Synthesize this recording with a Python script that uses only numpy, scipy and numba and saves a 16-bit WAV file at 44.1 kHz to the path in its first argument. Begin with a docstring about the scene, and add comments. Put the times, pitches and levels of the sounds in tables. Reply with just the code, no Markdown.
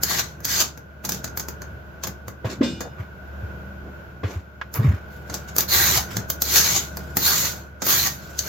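"""Peeling a sweet potato, close up

A swivel peeler strips a raw sweet potato close to a phone's microphone in a small, hard-walled kitchen.
The loose blade clacks as bursts of noise, then rasps through the cells as dense, resonant crackle.
Between two runs of strokes the roots land on a wooden board as low sine cycles and knocks of noise, and
a metal dish rings faintly as beating sine modes. A fan hums throughout: coloured noise and motor tones.
"""
import sys
import numpy as np
from scipy import signal
from scipy.fft import rfft, irfft, next_fast_len
from scipy.io import wavfile
from scipy.ndimage import uniform_filter1d
from numba import njit

SR = 44100
rng = np.random.default_rng(int(sys.argv[2]) if len(sys.argv) > 2 else 0)


def to_wav(s):
    """Save 16-bit WAV."""
    ch = np.atleast_2d(s).T  # columns
    pcm = np.round(np.clip(ch, -1, 1) * 32767)  # PCM
    wavfile.write(sys.argv[1], SR, pcm.astype(np.int16))


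N = 373968
T = np.arange(N) / SR

# blade strokes: (start [s], peel comes free [s], time to dig in [s], base level [dB],
#   change of level until the peel is free [dB], hollow body [dB], juicy fizz [dB], ribbon resonance [Hz],
#   bite at full depth [dB], last tug [dB], slide-off [dB], left minus right [dB], squeakiness [dB])
STROKE_TABLE = [(.045, .195, 0.062, -23.5, -2, -2.5, -8.5, 4300, 1, 2.5, -3.5, 2, -1.5),
                (.455, .612, 0.049, -22.5, 0, -5, -10, 4700, 0.5, 1, -13.5, 0, -1.5),
                (5.69, 5.975, 0.047, -17.5, -3, -4, -4.5, 4100, 0.5, -5.5, -16, -0.5, 4),
                (6.455, 6.768, 0.11, -17.5, -5, -6.5, -8, 4310, 5.5, -7, 1, 0.5, -3.5),
                (7.19, 7.475, 0.076, -18.5, -5, -6, -5, 4350, 1.5, -23, -1.5, -1, -12),
                (7.848, 8.07, 0.048, -18, -7, -5, -2.5, 4470, 1, -4, -1.5, -.5, -4.5),
                (8.405, 8.7, .1, -32, 8, 0, -7, 4330, 0, -6, -10, -1, -10)]
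# roots and hands land on the board: (time [s], level [dB], pitch [Hz], time to the envelope's peak [s])
THUMP_TABLE = [(2.273, -29.5, 102, 0.013), (2.446, -17.5, 111, 0.011), (2.608, -6, 278, 0.0047),
               (2.994, -21, 97, .011), (3.425, -24, 93, 0.014), (4.238, -15, 93.5, .013),
               (4.357, -19, 85.4, 0.013), (4.786, -11, 114, 0.012), (4.84, -9.5, 133, 0.02),
               (4.877, -6.5, 86.6, 0.014), (4.93, -16.5, 90, 0.011)]
# colour of blade and skin on the root: (frequency [Hz], gain [dB])
RASP_SPECTRUM = [(60, -21), (150, -10.5), (350, 5), (600, 2.5), (800, 4.5), (1150, 6.5), (1750, 3.5),
                 (2300, 3.5), (2900, 1), (4300, 3.5), (5200, 3), (6500, 3.5), (8000, 5.5), (16000, 2)]
DISH_S = 2.625  # the dish is shaken [s]


def amp(db):
    """Decibels to gain."""
    return 10 ** (np.asarray(db) / 20)


def unit(x):
    """Scale to rms 1."""
    return x / np.sqrt(np.mean(x ** 2) + 1e-20)


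def shape(x, gain):
    """Filter by a gain that is a function of frequency."""
    size = next_fast_len(x.shape[-1] + 2048)
    hz = np.maximum(np.arange(size // 2 + 1) * SR / size, 1)
    return irfft(rfft(x, size) * gain(hz), size)[..., :x.shape[-1]]


def colour(x, points):
    """Filter by a spectrum of (Hz, dB) points, joined along a logarithmic frequency axis."""
    hz, db = np.transpose(points)
    return shape(x, lambda f: amp(np.interp(np.log(f), np.log(hz), db)))


def band(x, lo_hz, hi_hz):
    """Causal band-pass."""
    sos = signal.butter(2, [lo_hz, min(hi_hz, .49 * SR)], "band", fs=SR, output="sos")
    return signal.sosfilt(sos, x)


def walk(rate):
    """Smooth chance with a spread near 1: random points, rate of them per second, joined by lines."""
    steps = rng.standard_normal(N // 8)
    return np.interp(T * rate, np.arange(len(steps)), steps) * np.sqrt(3 / 2)


def add(track, s, sound):
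    """Mix a sound in at a time."""
    i = max(int(s * SR), 0)
    track[..., i:i + sound.shape[-1]] += sound[..., :max(N - i, 0)]


def ports(draw, like):
    """Three unrelated signals to a left and a right that share the first."""
    like = np.clip(like, 0, 1)
    return np.sqrt(like) * draw[0] + np.sqrt(1 - like) * draw[1:]


def registers(body, bite, fizz, spectrum):
    """Join the root's low body, the blade's bite and the juice's fizz under one spectrum."""
    low = lambda f: 1 / (1 + (f / 2600) ** 6)
    high = lambda f: 1 / (1 + (9500 / f) ** 12)
    return colour(bite + shape(body - bite, low) + shape(fizz - bite, high), spectrum)


@njit
def resonate(x, hz, width):
    """State-variable band-pass whose centre may move; gain 1 at the centre."""
    y, b, l = np.empty(len(x)), 0., 0.
    for i in range(len(x)):
        g, k = np.tan(np.pi * hz[i] / SR), width / hz[i]
        v = (b + g * (x[i] - l)) / (1 + g * (g + k))
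        b, l, y[i] = 2 * v - b, l + 2 * g * v, k * v
    return y


def swells(table, span, like):
    """Soft swells of friction in a resonance; span is the ratio of its edge to its centre."""
    out, t = np.zeros((2, N)), T[:SR]
    span = max(span, 1.02)
    for s, db, length, hz in table:
        start = max(s - .5, 0)
        shake = unit(band(ports(rng.standard_normal((3, len(t))), like), hz / span, hz * span))
        swell = np.exp(-((start + t - s) / length) ** 2)
        add(out, start, amp(db) * shake * swell)
    return out


def crackle(per_s, spread_db, flutter_db, flutter_rate, like):
    """Cells burst as dense clicks of uneven size, in clumps as the blade sticks and slips."""
    sizes = amp(abs(spread_db) * np.minimum(rng.exponential(size=N), 3))
    bursts = (rng.random(N) < per_s / SR) * sizes
    # each burst is a fraction of a millisecond of spray
    spray = np.sqrt(signal.lfilter([1], [1, -.85], bursts ** 2))
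    flutter = amp(flutter_db * walk(flutter_rate))
    return unit(ports(rng.standard_normal((3, N)), like) * spray * flutter)


def blade(x):
    """The steel blade's short ring, as a few parallel resonances."""
    # modes of the steel: (frequency [Hz], width [Hz], level [dB])
    modes = [(6170, 250, -0.5), (6460, 150, 4), (6680, 510, -11)]
    return shape(x, lambda f: sum(amp(db) / (1 + 1j * hz / width * (f / hz - hz / f))
                                  for hz, width, db in modes))


def peeling(body_db=-1, bite_db=-1, fizz_db=2, fade_s=0.016, ribbon_db=2.5, waver_db=5,
            ribbon_width_hz=340, blade_db=-5, root_hz=1800, root_width_hz=300, root_db=-1):
    """Each stroke swells as the blade digs in, changes level along the root, tugs the peel free, slides off."""
    dig_db = 14.5  # the rasp gains this much as the blade digs in
    tug_s, release_s, slide_s = 0.011, 0.031, 0.046  # last tug, release of the peel, blade sliding off
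    bite_s, bite_spray = .03, 0.59  # at full depth the blade bites; extra dB of fizz per dB of bite
    dry_db, hollow_db = -5.5, -0.5  # change of fizz and of body from start to end of a stroke
    # the growing ribbon of peel sings lower (as a fraction) and softer, the steel louder
    ribbon_fall, ribbon_fade_db, blade_rise_db = 0.073, -9.5, 1.5

    drive, travel = np.zeros((3, 2, N)), np.zeros(N)
    ribbon_hz = np.full(N, float(STROKE_TABLE[0][7]))
    for start, free, dig, db, sag, body, fizz, hz, grip, tug, slide, pan, _ in STROKE_TABLE:
        along = np.clip((T - start) / (free - start), 0, 1)
        after = np.maximum(T - free, 0)
        contact = np.clip(1 + (T - start) / fade_s, 0, 1)
        depth = np.clip((T - start) / dig, 0, 1)
        release = np.maximum(np.exp(-after / release_s), amp(slide) * np.exp(-after / slide_s))
        last_tug = amp(tug) * np.exp(-((T - free) / tug_s) ** 2)
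        force = contact * amp(db + dig_db * (depth - 1) + sag * along) * (release + last_tug)
        biting = grip * np.exp(-((T - start - dig) / bite_s) ** 2)
        cut = force * amp(biting + np.array([[pan], [-pan]]) / 2)
        hollowness = body + body_db + hollow_db * along
        juice = fizz + fizz_db + dry_db * along + bite_spray * biting
        drive += np.array([cut * amp(hollowness), cut * amp(bite_db), cut * amp(juice)])
        ribbon_hz = np.where(contact > 0, hz, ribbon_hz)
        travel = np.where(contact > 0, along, travel)
    body, bite, fizz = drive * crackle(per_s=6500, spread_db=1.0, flutter_db=0.5, flutter_rate=280, like=0.15)

    ribbon_hz = ribbon_hz * (1 + ribbon_fall * (.5 - travel))
    # the resonances wobble at random
    ribbon_hz = ribbon_hz * (1 + .03 * walk(30))
    hollow_hz = root_hz * (1 + .1 * walk(20))
    ribbon = np.array([resonate(side, ribbon_hz, float(ribbon_width_hz)) for side in bite])
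    hollow = np.array([resonate(side, hollow_hz, float(root_width_hz)) for side in body])
    singing = amp(ribbon_db + ribbon_fade_db * travel + waver_db * walk(18)) * ribbon
    steel = blade(amp(blade_db + blade_rise_db * travel) * bite)
    return registers(body + amp(root_db) * hollow, bite + singing + steel, fizz, RASP_SPECTRUM)


def rubbing():
    """Short swells of fine crackle as fingers and peel shift on the root; they start fast and trail off."""
    # rubs: (time [s], level [dB], nominal length [s], body [dB], fizz [dB])
    rubs = [(1.049, -42.5, .012, 15, 3), (1.122, -35.5, 0.05, -7, -12), (2.04, -35.5, 0.018, 0, -14),
            (2.46, -43.5, 0.013, 13, -15), (2.507, -37, 0.033, 3.5, -19), (2.997, -57, 0.032, 21, -8),
            (4.293, -47.5, 0.071, 10, -14), (4.753, -42.5, 0.02, 12.5, 5.5), (4.846, -49, 0.1, 17, -9.5),
            (5.144, -57, 0.078, 4, -5), (5.336, -45, 0.081, 3.5, -10), (5.492, -46.5, .03, -2, -12),
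            (5.6, -32.5, 0.033, 3, -2), (6.122, -40, .07, 4, -13), (7.01, -50, 0.13, 1, -10),
            (8.277, -48.5, 0.26, -1.5, -11)]
    drive = np.zeros((3, 1, N))
    for s, db, length, body, fizz in rubs:
        reach = np.where(T < s, .6, 1.2) * length
        levels = amp(db + np.array([body, 0, fizz]))[:, None, None]
        drive += levels * np.exp(-((T - s) / reach) ** 2)
    skin = crackle(per_s=6000, spread_db=2.2, flutter_db=2, flutter_rate=120, like=.3)
    return registers(*(drive * skin), RASP_SPECTRUM)


def shifting(x):
    """The rasp's colour varies at random in small patches of time and pitch."""
    _, _, cells = signal.stft(x, SR, nperseg=512)
    patches = rng.standard_normal(cells.shape[1:])
    for _ in range(2):
        patches = uniform_filter1d(uniform_filter1d(patches, size=4, axis=0), size=6, axis=1)
    return signal.istft(cells * amp(2.0 * unit(patches) - .5), SR)[1][:, :N]


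def squeaks():
    """Wet flesh groans against the blade in mid-stroke and squeaks as the peel comes free."""
    squeak_db, squeak_s, squeak_hz = -15, 0.019, 727
    groan_db, groan_s, groan_hz, groan_at = -12.5, 0.068, 1710, .45  # groan_at: fraction of the cut
    rows = []
    for start, free, _, db, *_, squeaky in STROKE_TABLE:
        rows.append((start + groan_at * (free - start), db + squeaky + groan_db, groan_s, groan_hz))
        rows.append((free, db + squeaky + squeak_db, squeak_s, squeak_hz))
    return swells(rows, span=1.16, like=0.15)


def clacks(body_db=-1, bite_db=1, fizz_db=3, like=0.44, rise_s=0.00069, halo_db=-22, halo_s=0.0076,
           ring_db=-3):
    """Each clack is a burst of noise, rising fast and decaying in milliseconds, within a faint halo."""
    # blade clacks in its pivots or bites in:
    # (time [s], level [dB], body [dB], fizz [dB], decay of the burst [s])
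    hits = [(0.0337, -2, -13.5, -8, 0.0022), (.404, -37, 6, -4, .0024), (.4464, -13.5, -19, -19.5, 0.003),
            (.451, -8.5, -10.5, -9.5, .003), (0.603, -5.5, -19, -11.5, 0.0024),
            (0.621, -11.5, -4.5, -11.5, 0.0037), (0.7746, -35.5, 8, -9, 0.0047),
            (1.0494, -16.5, -7.5, -10.5, 0.0056), (1.0909, -13.5, -6.5, -8, 0.0055),
            (1.12, -7.5, -7, -12, .0016), (1.1452, -20.5, -2, -11, 0.0023),
            (1.2423, -18, -3, -12.5, 0.0053), (1.276, -30, 2, -27, 0.0049), (1.3728, -18, -2.5, -4, .004),
            (1.396, -18.5, -4.5, -11, 0.0063), (1.484, -24, 1.5, -7.5, 0.0053),
            (1.6188, -27, 5.5, -14, 0.0029), (2.0357, -16.5, -20, -14.5, 0.0057),
            (2.0702, -21, 1, -11, 0.0063), (2.2812, -25, 8, -9.5, 0.0024), (2.8059, -23.5, 3.5, -17, .009),
            (4.7402, -17, -15, -3.5, 0.0016), (5.2977, -26, 3.5, -26, 0.0057),
            (5.3406, -17.5, -8, -15, 0.0082), (5.564, -9.5, -2.5, -3.5, 0.0014),
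            (5.5824, -7, -6.5, -4, 0.0043), (5.606, -7.5, -22, -6, 0.0025), (6.1684, -6.5, -4, -12, 0.0015),
            (6.3005, -10.5, -6, -4.5, 0.0035), (6.4194, -5.5, -8.5, -6, 0.0027),
            (6.9701, -22, 2.5, -3.5, 0.0027), (7.1688, -9, 0, -3, 0.0042), (7.8189, -17, -.5, -18, 0.0094),
            (7.8661, -15.5, 2.5, -6, .003), (8.3905, -1, -16.5, -13.5, 0.0015)]
    # colour of a clack: (frequency [Hz], gain [dB])
    spectrum = [(70, 12.5), (200, 8.5), (500, 7), (1000, 3.5), (1600, 4.5), (3000, -10), (4500, -1),
                (6600, -1), (8000, 0.5), (16000, 0)]
    lead = .025  # room for the halo ahead of the burst [s]
    drive, t = np.zeros((3, 2, N)), T[:SR // 10] - lead
    after = np.maximum(t, 0)
    for s, db, body, fizz, length in hits:
        burst = (1 - np.exp(-after / rise_s)) * np.exp(-after / length)
        halo = amp(halo_db) * np.exp(-abs(t) / halo_s)
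        noise = ports(rng.standard_normal((3, len(t))), like) * (burst + halo)
        levels = amp(db + np.array([body + body_db, bite_db, fizz + fizz_db]))
        add(drive, s - lead, levels[:, None, None] * noise)
    body, bite, fizz = drive
    return registers(body, bite + amp(ring_db) * blade(bite), fizz, spectrum)


def thumps():
    """Heavy soft roots push the board into a few low cycles, which reach the phone through the table."""
    out, t = np.zeros(N), T[:SR // 2]
    for s, db, hz, rise in THUMP_TABLE:
        push = (t / rise * np.exp(1 - t / rise)) ** 2
        add(out, s, amp(db) * push * np.sin(2 * np.pi * hz * t))
    return out


def board(contact_s=0.00062, span=1.54, ring_s=0.058, clatter_hz=900, clatter_span=2.4, clatter_s=0.041,
          settle_s=0.0026):
    """Firmer contacts give a short woody knock; the board rings on and clatters as it settles."""
    # harder knocks: (time [s], level [dB], decay [s], centre [Hz], after-ring [dB], clatter [dB])
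    knocks = [(2.037, -33, 0.014, 880, -20, -19), (2.444, -23.5, 0.007, 440, -22, -12),
              (2.612, -15.5, 0.0061, 282, -9, -16.5), (4.232, -21, 0.0096, 327, -24, -13.5),
              (4.613, -21.5, 0.0044, 1280, -46, -25.5), (4.791, -35.5, 0.051, 340, -16, -14.5)]
    out, t = np.zeros((2, N)), T[:SR // 2]
    span, clatter_span = max(span, 1.1), max(clatter_span, 1.1)

    def wood(hz, edge):
        """Noise in a band around the wood's pitch."""
        return unit(band(ports(rng.standard_normal((3, len(t))), like=0.68), hz / edge, hz * edge))

    settling = 1 - np.exp(-t / settle_s)
    for s, db, length, hz, ring, clatter in knocks:
        strike = np.exp(-t / length) * (1 - np.exp(-t / contact_s))
        knock = strike + amp(ring) * settling * np.exp(-t / ring_s)
        rattle = amp(clatter) * settling * np.exp(-t / clatter_s)
        add(out, s, amp(db) * (knock * wood(hz, span) + rattle * wood(clatter_hz, clatter_span)))
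    return out


def rumbles():
    """Low shaking from each stroke's push and each thump, with handling, sleeve rustle and rolling roots."""
    # low swells of handling, sleeve rustle and rolling roots:
    # (time [s], level [dB], length [s], centre [Hz])
    low_swells = [(0.198, -38.5, .09, 90), (1.121, -37.5, 0.088, 160), (1.73, -42, 0.088, 100),
                  (2.08, -35.5, 0.027, 162), (2.495, -35, 0.053, 253), (2.679, -34.5, 0.13, 140),
                  (2.856, -39, 0.026, 525), (3.87, -42.5, 0.051, 266), (4.304, -39.5, 0.059, 326),
                  (4.86, -25.5, 0.072, 126), (5.339, -39.5, 0.038, 370), (5.9, -32.5, 0.18, 75),
                  (6.187, -30, 0.031, 100), (7.029, -39, .077, 128)]
    # each stroke shakes the hands; push_follow is dB of shaking per dB of rasp
    push_db, push_follow, push_s, push_hz = -28, 0.49, .15, 116
    # the board shudders after each thump
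    shudder_db, shudder_s, shudder_lag_s, shudder_hz = -33, 0.057, .03, 193
    pushes = [(free - push_s / 2, push_follow * db + push_db, push_s, push_hz)
              for _, free, _, db, *_ in STROKE_TABLE]
    shudders = [(s + shudder_lag_s, db + shudder_db, shudder_s, shudder_hz) for s, db, *_ in THUMP_TABLE]
    return swells(pushes + shudders + low_swells, span=1.53, like=0.94)


def dish(level_db=-19, rise_s=0.02, split_hz=8, twin_db=-7):
    """The heaviest landing shakes a metal dish; its modes beat in pairs, with their own phase at each port."""
    # the dish's modes: (frequency [Hz], relative level [dB], time to fall 60 dB [s])
    modes = [(189, -11, .35), (241.6, 2.5, 0.33), (331, -9, 0.59), (557, -1, 0.16), (1554, -11.5, 0.29),
             (2400, -21.5, 0.65), (2896, -17, 0.63), (3610, -15, 0.58), (3920, -29.5, 0.5),
             (4550, -16, 0.22), (5140, -20, 0.57), (5626, -33, .4), (6100, -26, 0.49), (6700, -32, .3),
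             (7230, -27, 0.4), (7600, -14, 0.36), (8520, -4, 0.39)]
    out, t = np.zeros((2, N)), T[:SR]
    for hz, db, t60 in modes:
        # low modes are nearly in phase at the two ports
        phase = rng.uniform(-1, 1, (2, 2, 1)) * min(hz / 2000, 1)
        twin_hz = hz + split_hz * rng.uniform(.5, 2)
        twin = amp(twin_db) * np.sin(2 * np.pi * twin_hz * t + phase[1])
        ring = np.sin(2 * np.pi * hz * t + phase[0]) + twin
        fade = np.exp(-np.log(1000) * t / t60) * (1 - np.exp(-t / rise_s))
        add(out, DISH_S, amp(level_db + db) * fade * ring)
    return out


def dish_rattle(db=-34, lo_hz=2340, hi_hz=5500, length_s=0.066, lag_s=0.0048):
    """The shaken dish buzzes briefly on its foot, as a decaying band of noise."""
    out, t = np.zeros((2, N)), T[:SR // 2]
    buzz = unit(band(ports(rng.standard_normal((3, len(t))), like=0.23), lo_hz, hi_hz))
    add(out, DISH_S + lag_s, amp(db) * buzz * np.exp(-t / length_s))
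    return out


def diffuse(size, alike_hz=330):
    """Room noise at two ports: alike in the bass, unrelated in the treble."""
    mid, side = rng.standard_normal((2, size))
    like = lambda f: 1 / (1 + (f / alike_hz) ** 2)
    shared = shape(mid, lambda f: np.sqrt(1 + like(f)))
    opposed = shape(side, lambda f: np.sqrt(1 - like(f)))
    return shared + np.array([[1], [-1]]) * opposed


def fan(air_db=-38.5, waver_db=2, drift=0.13):
    """Rushing air with a narrow whine, over wavering motor tones; the whole swells and sinks."""
    # colour of the rushing air: (frequency [Hz], gain [dB])
    spectrum = [(25, -29.5), (50, -3), (68, -17), (100, -12), (140, -10.5), (260, -22.5), (620, -21),
                (800, -27), (1300, -29.5), (1470, -13), (1750, -35.5), (2600, -37), (4000, -47),
                (16000, -57.5)]
    # motor tones: (frequency [Hz], mean level [dB])
    tones = [(71.7, -38.5), (193.8, -51), (344, -59), (608, -61), (640, -61), (1459, -58)]
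    # the background swells and sinks: (time [s], level [dB])
    swell = [(0, -0.5), (.85, -7.5), (1.2, 0), (2.35, -4.5), (2.93, -2.5), (3.15, -3.5), (3.45, 1),
             (3.9, -0.5), (4.5, -5.5), (5.05, -1.5), (6.1, 2), (7.0, 1), (7.55, 2.5), (7.72, -6), (8.2, -1)]
    air = unit(colour(diffuse(N), spectrum)) * amp(air_db + .6 * walk(6))
    for hz, db in tones:
        offset = rng.uniform(-1, 1, (2, 1)) * min(hz / 600, 2)
        phase = 2 * np.pi * hz * T + drift * walk(6) + offset
        air += np.sqrt(2) * amp(db + waver_db * walk(6.2)) * np.sin(phase)
    return air * amp(np.interp(T, *np.transpose(swell)))


def kitchen(x, wet_db, t60_low=0.4, t60_mid=0.19, t60_top=0.15, early_db=-9, early_s=0.0072):
    """Quick reflections from board and hands, then the ring of the bare walls."""
    t = T[:SR * 3 // 4]
    noise = unit(diffuse(len(t)))
    low = shape(noise, lambda f: 1 / (1 + (f / 900) ** 2))
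    top = shape(noise, lambda f: 1 / (1 + (9000 / f) ** 6))
    parts = [(low, t60_low), (noise - low - top, t60_mid), (top, t60_top)]
    tail = sum(part * amp(-60 * t / t60) for part, t60 in parts)
    early = diffuse(len(t)) * np.exp(-t / early_s) * (t > .001)
    echo = (amp(wet_db) * unit(tail * (t > .005)) + amp(early_db) * unit(early)) / np.sqrt(len(t))
    return x + signal.fftconvolve(x, echo, axes=1)[:, :N]


def scene():
    """Peeler, board and dish in the room, over the fan."""
    rasp = shifting(peeling() + rubbing()) + squeaks()
    peeler = kitchen(rasp, wet_db=-7.5) + kitchen(clacks(), wet_db=-5.0)
    knocking = kitchen(board() + dish_rattle(), wet_db=-23.5, early_db=-0.5)
    table = knocking + rumbles() + thumps() + dish()
    return peeler + table + fan()


def record(dry):
    """The phone's microphone port notches the treble; deep bass and the very top are cut."""
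    # the port swallows a band in the treble: (frequency [Hz], gain [dB])
    port = [(7100, 0.5), (7800, -7), (8500, -22), (9300, -14), (10500, -3), (11600, -1), (12600, 6.5),
            (14000, 10), (15700, 1.5)]
    low_cut_hz, top_hz = 71.5, 16000
    heard = shape(colour(dry, port), lambda f: 1 / np.sqrt(1 + (low_cut_hz / f) ** 8))
    top_cut = signal.ellip(10, .2, 70, top_hz, fs=SR, output="sos")
    return signal.sosfilt(top_cut, np.clip(heard, -1, 1))


dry = scene()
out = record(dry)
to_wav(out)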